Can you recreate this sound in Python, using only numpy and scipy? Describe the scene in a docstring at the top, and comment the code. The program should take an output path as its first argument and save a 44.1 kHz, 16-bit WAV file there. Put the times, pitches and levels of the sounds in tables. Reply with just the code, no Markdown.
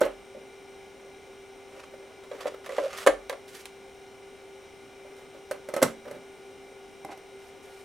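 """Disk case beside a humming computer

In a small quiet room a plastic floppy disk case has its lid popped open, its disks fingered, one scraped
out and knocked free, and its lid snapped shut; the disk is then slid off the desk top.
Blows are damped modes plus noise bursts, and rubbing is shaped noise with a sine groan at the tight slot.
Fan noise passes through the computer's housing resonances, under the drive's steady tones, throughout.
"""
import sys
import numpy as np
from scipy import signal
from scipy.fft import rfft, irfft, next_fast_len
from scipy.io import wavfile
from scipy.ndimage import uniform_filter1d, map_coordinates

SR = 44100
rng = np.random.default_rng(int(sys.argv[2]) if len(sys.argv) > 2 else 0)


def transcribe(signal):
    """Save signal, clipped to [-1, 1], as a 16-bit WAV file at the path in sys.argv[1]."""
    frames = np.atleast_2d(signal).T
    limited = np.clip(frames, -1, 1)
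    pcm = np.round(limited * 32767).astype(np.int16)
    wavfile.write(sys.argv[1], SR, pcm)


N = 345744
TOP_HZ = 15900  # upper band limit of the output

# All levels in the tables are relative; t60_s is the time of a 60 dB decay.
# steady tones of the computer's drive: pitch_hz, level_db
DRIVE_TONES = [(391.5, -50), (540, -79.5), (779, -63.5), (1174, -73), (1438, -66), (1550, -82), (2044, -70),
               (2066, -71.5), (2092, -66), (2348, -68.5), (2821, -73), (2864, -75), (3036, -73),
               (3214, -79), (3618, -79), (3801, -75), (3876, -85), (4204, -76.5), (5701, -75), (5760, -73),
               (8581, -74), (9179, -77), (9238, -83.5)]
# spectrum of the fan air: frequency_hz, density_db
FAN_SPECTRUM = [(20, -11), (38, -4), (75, -4), (150, -7.5), (260, -3.5), (620, -7), (860, -5.5),
                (1000, -9.5), (1800, -13), (3200, -15.5), (4700, -24), (6200, -21), (10500, -29.5),
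                (16000, -33)]
# resonances of the computer's housing: centre_hz, width_hz, lift_db
HOUSING_RESONANCES = [(264.8, 28.5, 5), (379, 9.2, 8.5), (420.5, 92, 9.5), (531, 20, 11.5), (736, 136, 6),
                      (2323, 140, 9), (3866, 124, 9), (5230, 390, 7), (8640, 930, 5.5)]
# left-right correlation of the fan air: frequency_hz, correlation (no unit)
FAN_CORRELATION = [(60, 0.35), (130, 0.91), (290, 0.69), (640, 0.96), (1410, 0.86), (3100, 0.82),
                   (6820, 0.76), (15000, 0.58)]
# decay of the room: frequency_hz, t60_s
ROOM_DECAY = [(100, 0.21), (500, 0.26), (2000, 0.25), (8000, 0.23), (15000, 0.17)]

# the lid unlatches, meets the case and latches: start_s, hollow_ring_db, snap_db
LID_CONTACTS = [(0.007, -37, -40.5), (0.0135, -14, -38), (0.033, -22.5, -48), (0.051, -38, -46),
                (0.062, -25.5, -54), (5.511, -27, -39.5), (5.687, -35, -47), (5.738, -29, -39.5),
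                (5.7635, -27, -37), (5.776, -27, -58), (5.8175, -21, -40), (5.825, -17.5, -23),
                (5.828, -43, -22), (5.877, -38, -62), (6.111, -40.5, -49.5)]
# hollow modes of the case under the lid and fingertips: pitch_hz, level_db, t60_s
LID_CASE_MODES = [(285.7, -23, 0.26), (368, -4.5, 0.057), (464, -4, 0.055), (549.4, 6.5, 0.054),
                  (583, -5.5, 0.14), (648, 4, 0.0069), (808, -5.5, 0.029)]
# modes of the lid: pitch_hz, level_db, t60_s
LID_WALL_MODES = [(943, -6, 0.031), (1028, -28.5, 0.38), (1290, 2.5, 0.083), (1403, 5.5, 0.03),
                  (1538, 11, 0.028), (1786, 3, 0.031), (2064, 11, 0.026), (2550, -1, 0.026),
                  (2750, -22, 0.15), (3790, -25, 0.1), (4260, -10, 0.1)]
# spectrum of the plastic clack of lid and disks: frequency_hz, density_db
CLACK_SPECTRUM = [(200, -43), (400, 9.5), (900, 2), (2000, -3.5), (3000, -8.5), (4500, -20), (8000, -41),
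                  (16000, -52)]
# spectrum of the lid latch's snap and the loose disk's tick: frequency_hz, density_db
SNAP_SPECTRUM = [(800, 11), (2500, -12), (4000, 0), (4800, -0.5), (5700, 4), (6900, 0), (8500, 3.5),
                 (11000, 1), (13500, -3.5), (16000, -17.5)]
# modes of the stand under the case: pitch_hz, level_db, t60_s
STAND_MODES = [(116, -10, 0.21), (140.7, -6, 0.2), (179.3, -6, 0.21), (228, -8, 0.39), (255, 5.5, 0.13)]
# hard pulls and pushes jolt the stand and sway the desk: start_s, thud_db, sway_db
DESK_SHOVES = [(0.014, -53, -51), (3.075, -52, -49.5), (5.823, -27.5, -60)]

# fingertips bump softly on the case: start_s, hollow_ring_db, thud_db
FINGER_BUMPS = [(0.348, -40.5, -57), (0.367, -42.5, -64), (1.067, -52, -64), (1.774, -45.5, -62),
                (1.938, -48, -60), (5.048, -46, -63), (5.345, -47.5, -64), (6.066, -40.5, -52.5),
                (6.116, -48, -52.5), (6.16, -44.5, -53.5)]
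# fingertips rub over the disks and the lid: start_s, length_s, friction_db
FINGER_RUBS = [(1.68, 0.45, -58), (2.31, 0.23, -47.5), (5.04, 0.23, -56.5), (5.34, 0.03, -50),
               (6.05, .13, -45.5)]
# spectrum of skin on plastic: frequency_hz, density_db
SKIN_SPECTRUM = [(150, -21), (450, 6.5), (560, 11.5), (700, -3), (1200, -4), (2000, -9), (3500, -20),
                 (8000, -30)]

# plastic rubs on plastic or on the desk: start_s, length_s, friction_db
SCRAPES = [(1.72, 0.075, -57), (1.792, 0.013, -49), (1.831, 0.011, -47), (2.31, 0.1, -55),
           (2.404, 0.029, -44), (2.465, 0.021, -40), (2.638, 0.043, -50.5), (2.70, 0.225, -45.5),
           (2.925, 0.12, -42), (7.105, .024, -48.5)]
# spectrum of that rubbing: frequency_hz, density_db
SCRAPE_SPECTRUM = [(200, -51), (500, 11), (850, 4.5), (1250, 11.5), (1600, 5), (2700, 3.5), (4000, -4),
                   (6000, -4.5), (10000, -12), (13000, -16.5), (16000, -32)]
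# shell and shutter brush the rim of the case, and fingers brush the disk: start_s, length_s, friction_db
DISK_BRUSHES = [(2.965, 0.057, -43.5), (3.472, 0.065, -55), (3.54, 0.071, -51.5), (5.16, 0.036, -63),
                (7.39, 0.1, -63), (7.62, 0.23, -62.5)]
# spectrum of the brushing: frequency_hz, density_db
BRUSH_SPECTRUM = [(600, -16), (1600, 8.5), (4000, 4), (7000, 1.5), (12000, -1), (16000, -13)]

# disks knock against each other and the case: start_s, hollow_ring_db, snap_db
DISK_KNOCKS = [(2.237, -51, -59.5), (2.314, -34, -66), (2.456, -24.5, -66), (2.468, -38, -54),
               (2.661, -42.5, -49), (2.692, -34.5, -52), (2.782, -21.5, -51.5), (3.0635, -17.5, -33),
               (3.0708, -11.5, -27.5), (3.092, -21.5, -67), (3.296, -32.5, -38.5), (3.327, -35, -54),
               (3.549, -65, -49), (3.655, -60, -42)]
# hollow modes of the case with a disk pulled: pitch_hz, level_db, t60_s
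CASE_MODES = [(303, -13, 0.166), (443, -13.5, 0.26), (534, 11, 0.029), (546.3, 0.5, 0.14),
              (584.6, 2.5, 0.1), (689, 1, 0.062), (735, -9, 0.11)]
# modes of the disks in their slots: pitch_hz, level_db, t60_s
SLOT_MODES = [(1015, -1, .065), (1150, -2, .055), (1236, -3, .035), (1362, -6, .07), (1618, -5, .05),
              (1748, -2, .055), (1990, -2, .055), (2120, -7, .05), (2245, -8, .065), (3350, -8, .045),
              (3900, -10, .035), (5400, -16, .03), (7117, -18, .035)]
# spectrum of a disk edge's click: frequency_hz, density_db
EDGE_SPECTRUM = [(800, -6), (2500, 8), (3900, 9), (4700, 5.5), (5500, 1), (6200, 6), (7100, 2.5), (8000, 2),
                 (10300, 4.5), (12000, -5), (16000, -8)]
# the disk sticks and slips in its slot and shakes the case: start_s, length_s, level_db
SLOT_JUDDERS = [(2.695, .035, -35), (2.805, 0.054, -27)]

# the loose disk taps the desk: start_s, knock_db, tick_db
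DESK_TAPS = [(7.048, -37.5, -49), (7.175, -58, -58)]
# the disk drags over the desk: start_s, length_s, level_db
DESK_DRAGS = [(7.08, 0.052, -41)]
# modes of the disk lying on the desk: pitch_hz, level_db, t60_s
DISK_MODES = [(314, -12.5, 0.13), (622, -6, 0.13), (728, -7.5, 0.12), (783, 1.5, 0.059), (960, -6.5, 0.06),
              (1015, -7, 0.049), (1490, -7, 0.023), (2080, -5.5, 0.024)]


def amp(db):
    """Logarithmic level: decibels to amplitude gain."""
    return 10 ** (np.asarray(db) / 20)


def unit(x):
    """Normalisation to an rms of 1."""
    return x / np.sqrt(np.mean(x ** 2) + 1e-20)


def along(points, hz):
    """Interpolation of (frequency, value) points on a logarithmic frequency axis."""
    point_hz, values = np.transpose(points)
    return np.interp(np.log(hz + 1), np.log(point_hz + 1), values)


def columns(rows):
    """Event times, then each decibel column as one gain per event."""
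    start_s, *levels = np.transpose(rows)
    return start_s, *amp(levels)[:, :, None]


def place(times, sounds):
    """Superposition of one sound at each time."""
    track = np.zeros(N + SR)
    for start_s, sound in zip(times, sounds):
        track[max(round(start_s * SR), 0):][:len(sound)] += sound
    return track[:N]


def wobble(rate):
    """Slow random modulation: a spline through rate random knots a second."""
    knots = rng.standard_normal(int(N * rate / SR) + 4)
    coarse = np.arange(0, N + 8, 8)  # the spline is evaluated at every eighth sample
    curve = map_coordinates(knots, [coarse * rate / SR])
    return np.interp(np.arange(N), coarse, curve)


def filtered(x, response):
    """Linear filtering: the spectrum of x times a response of frequency."""
    n = x.shape[-1]
    m = next_fast_len(n + 8192)
    return irfft(rfft(x, m) * response(np.fft.rfftfreq(m, 1 / SR)), m)[..., :n]


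def noise(spectrum, size):
    """Random excitation coloured by a spectrum, at an rms of 1."""
    return unit(filtered(rng.standard_normal(size), lambda hz: amp(along(spectrum, hz))))


def struck(x):
    """Normalisation of each blow to an rms of 1 over its first hundredth of a second."""
    return x / np.sqrt(np.mean(x[..., :SR // 100] ** 2, axis=-1, keepdims=True) + 1e-20)


def ring(modes, count, attack_s, scatter_db):
    """Modal superposition, one row per blow: damped sines start in phase, each blow at new strengths."""
    t = np.arange(SR // 3) / SR
    waves = np.array([amp(db - 60 * t / t60) * np.sin(2 * np.pi * hz * t) for hz, db, t60 in modes])
    strengths = amp(scatter_db * rng.standard_normal((count, len(modes))))
    return struck(strengths @ waves * (1 - np.exp(-t / attack_s)))


def burst(spectrum, count, t60, tail_db, tail_t60, chatter_db):
    """High modal density heard as noise, one row per blow: a sharp crack over a weaker, uneven rattle."""
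    t = np.arange(SR // 3) / SR
    fluctuation = uniform_filter1d(rng.standard_normal((count, len(t))), size=70, axis=1)
    chatter = amp(chatter_db * unit(fluctuation))
    crack = amp(-60 * t / t60)
    rattle = amp(tail_db - 60 * t / tail_t60)
    decay = (crack + rattle) * (1 - np.exp(-t / .0005))
    return struck(noise(spectrum, (count, len(t))) * decay * chatter)


def stand(count):
    """Low structural modes: the dull thud of the stand under the case, one row per blow."""
    return ring(STAND_MODES, count, attack_s=.006, scatter_db=1)


def radiated(x, low_hz):
    """Radiation efficiency: small parts radiate poorly in the bass, so a highpass applies."""
    return signal.sosfilt(signal.butter(2, low_hz, "highpass", fs=SR, output="sos"), x)


def contacts(rows, edge_share):
    """Blow times and gains; the clack lies between hollow ring (share 0) and snap (share 1) in decibels."""
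    start_s, hollow, snap = columns(rows)
    return start_s, hollow, hollow * (snap / hollow) ** edge_share, snap


def strokes(rows, attack_s, release_t60):
    """Friction envelope per sample: each stroke builds up, holds, then decays exponentially."""
    t = np.arange(N) / SR
    gain = np.zeros(N)
    for start, length, db in rows:
        build = np.clip((t - start) / attack_s, 0, 1)
        release_db = 60 * np.clip((t - start - length) / release_t60, 0, 2)
        gain += build * amp(db - release_db)
    return gain


def in_room(x, wet_db, apart):
    """Reverberation: direct sound, treble glancing off the desk unlike left and right, and a diffuse tail."""
    hz, t, z = signal.stft(rng.standard_normal((2, SR // 2)), SR, nperseg=256)
    decay = amp(-60 * t / along(ROOM_DECAY, hz)[:, None])
    tails = signal.istft(z * decay, SR, nperseg=256)[1]
    tails = np.pad(tails / np.linalg.norm(tails[0]), ((0, 0), (SR // 250, 0)))  # the tail starts 4 ms late
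    mid, side = amp(wet_db) * signal.fftconvolve(x[None], tails, axes=1)[:, :len(x)]
    # a 4 ms burst of short reflections, opposite in sign between the channels
    glance = noise([(300, -4), (1200, -10), (4000, 3), (16000, -2.5)], size=180)
    glancing = signal.fftconvolve(x, glance / np.linalg.norm(glance))[:len(x)]
    side = apart * side + amp(-12) * glancing
    return np.array([x + mid + side, x + mid - side])


def computer():
    """Resonant filtering: fan noise through the housing, under the slightly unsteady tones of the drive."""
    # a random fine ripple over frequency roughens the treble of the fan noise
    ripple_points = rng.standard_normal(1000)

    def air_response(hz):
        lift = sum(db / (1 + (2 * (hz - centre) / width) ** 2) for centre, width, db in HOUSING_RESONANCES)
        depth_db = np.interp(hz, [600, 2500, 9000, 12000], [0, 2.4, 2.4, .8])
        ripple = np.interp(hz, np.linspace(0, SR / 2, len(ripple_points)), ripple_points) * depth_db
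        # the mid-side angle that gives the left-right correlation
        turn = np.arccos(np.clip(along(FAN_CORRELATION, hz), -1, 1)) / 2
        return amp(along(FAN_SPECTRUM, hz) + lift + ripple) * np.array([np.cos(turn), np.sin(turn)])

    mid, side = filtered(rng.standard_normal((2, N)), air_response)
    air = amp(-51.5) * unit(np.array([mid + side, mid - side]))
    clock = np.cumsum(1 + .0008 * wobble(9)) / SR  # all tones share one unsteady speed
    tones = np.zeros(N)
    for hz, db in DRIVE_TONES:
        level = np.sqrt(2) * amp(db - 1.5 + 1.5 * wobble(11))
        tones += level * np.sin(2 * np.pi * hz * clock)
    return air * amp([[.3], [-.3]]) + tones * amp([[.7], [-.7]])


def lid():
    """Impact excitation: contacts ring the hollow case, clack the lid, snap the latch and thud the stand."""
    s, hollow, clack, snap = contacts(LID_CONTACTS, edge_share=0.4)
    n = len(s)
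    blows = hollow * ring(LID_CASE_MODES, n, attack_s=.003, scatter_db=1)
    blows += clack * amp(-7.5) * ring(LID_WALL_MODES, n, attack_s=0.0013, scatter_db=4.0)
    blows += clack * amp(-5.5) * burst(CLACK_SPECTRUM, n, t60=0.16, tail_db=-6.0, tail_t60=0.22, chatter_db=3.0)
    blows += snap * burst(SNAP_SPECTRUM, n, t60=0.029, tail_db=-11, tail_t60=0.11, chatter_db=1.5)
    blows += clack * amp(-33) * stand(n)
    return in_room(radiated(place(s, blows), low_hz=190), wet_db=-10.5, apart=0.37)


def sway():
    """Lowest-mode response: a shove thuds in the stand while the desk's sway builds up and dies away."""
    s, thud, size = columns(DESK_SHOVES)
    t = np.arange(SR * 3 // 4) / SR
    sway_hz, sway_t60, build_s = 43, .5, .049
    swing = np.sin(2 * np.pi * sway_hz * t) * amp(10 - 60 * t / sway_t60) * (1 - np.exp(-t / build_s))
    thuds = radiated(place(s, thud * stand(len(s))), low_hz=148)
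    return place(s, size * swing) + in_room(thuds, wet_db=-17, apart=0.26)


def fingers():
    """Soft contact: skin rubs dully and unevenly; its bumps wake only low modes of the case and stand."""
    uneven = amp(6.1 * wobble(110))
    rub = strokes(FINGER_RUBS, attack_s=0.0055, release_t60=0.081) * unit(uneven * noise(SKIN_SPECTRUM, N))
    s, hollow, thud = columns(FINGER_BUMPS)
    bumps = hollow * ring(LID_CASE_MODES, len(s), attack_s=.004, scatter_db=1)
    bumps += thud * stand(len(s))
    return in_room(rub + place(s, bumps), wet_db=-8.5, apart=0.22)


def sliding():
    """Dry friction: tiny slips and sparse catches scrape and brush along the disk."""
    grain = amp(2.2 * wobble(900) + 2 * wobble(90))
    catches = (rng.random(N) < 130 / SR) * rng.uniform(.3, 1, N)  # about 130 a second
    grit = amp(-5) * unit(filtered(catches, lambda hz: amp(along(SCRAPE_SPECTRUM, hz))))
    rough = unit(unit(grain * noise(SCRAPE_SPECTRUM, N)) + grit)
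    scrape = strokes(SCRAPES, attack_s=0.0054, release_t60=0.03) * rough
    smooth = unit(grain * noise(BRUSH_SPECTRUM, N))
    brush = strokes(DISK_BRUSHES, attack_s=0.009, release_t60=0.12) * smooth
    return in_room(scrape + brush, wet_db=-8.5, apart=0.21)


def knocks():
    """Impact excitation: a disk's edge clicks, its shell clacks, and the hollow case and stand answer."""
    s, hollow, clack, snap = contacts(DISK_KNOCKS, edge_share=0.39)
    n = len(s)
    blows = hollow * ring(CASE_MODES, n, attack_s=.0025, scatter_db=1)
    blows += clack * amp(-1.5) * ring(SLOT_MODES, n, attack_s=0.0024, scatter_db=5.0)
    blows += clack * amp(-1.5) * burst(CLACK_SPECTRUM, n, t60=0.057, tail_db=-6, tail_t60=0.17, chatter_db=0.5)
    blows += snap * burst(EDGE_SPECTRUM, n, t60=0.026, tail_db=-12, tail_t60=0.1, chatter_db=3.0)
    blows += clack * amp(-32) * stand(n)
    return in_room(radiated(place(s, blows), low_hz=230), wet_db=-12.0, apart=0.44)


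def judder():
    """Stick-slip locking: in the tight slot, slips lock onto the case's main mode as an unsteady groan."""
    groan_hz = 543
    phase = 2 * np.pi * groan_hz * np.arange(N) / SR + .7 * wobble(150)
    groan = np.sin(phase) * amp(2.8 * wobble(160))
    return strokes(SLOT_JUDDERS, attack_s=0.015, release_t60=0.13) * unit(groan)


def loose_disk():
    """Modal response to taps and friction: the disk taps the desk and is dragged towards its edge."""
    s, knock, tick = columns(DESK_TAPS)
    body = ring(DISK_MODES, len(s), attack_s=.0006, scatter_db=1.5)
    # random friction excites the same modes as the first tap
    rubbed = unit(signal.fftconvolve(rng.standard_normal(N), body[0])[:N])
    drag = strokes(DESK_DRAGS, attack_s=0.013, release_t60=0.064) * rubbed
    taps = knock * body
    taps += tick * burst(SNAP_SPECTRUM, len(s), t60=0.018, tail_db=-18, tail_t60=.08, chatter_db=1.5)
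    return in_room(drag + place(s, taps), wet_db=-10.5, apart=0.32)


def scene():
    """Level panning: the case stands to the right of the computer."""
    handling = lid() + fingers() + sliding() + knocks() + judder() + loose_disk()
    return computer() + handling * amp([[-1.1], [1.1]]) + sway()


def record(dry):
    """Soft saturation rounds off the highest peaks; a band limit then removes all above TOP_HZ."""
    rounded = dry / (1 + np.abs(dry / .97) ** 8) ** (1 / 8)
    return filtered(rounded, lambda hz: hz < TOP_HZ)


dry = scene()
out = record(dry)
transcribe(out)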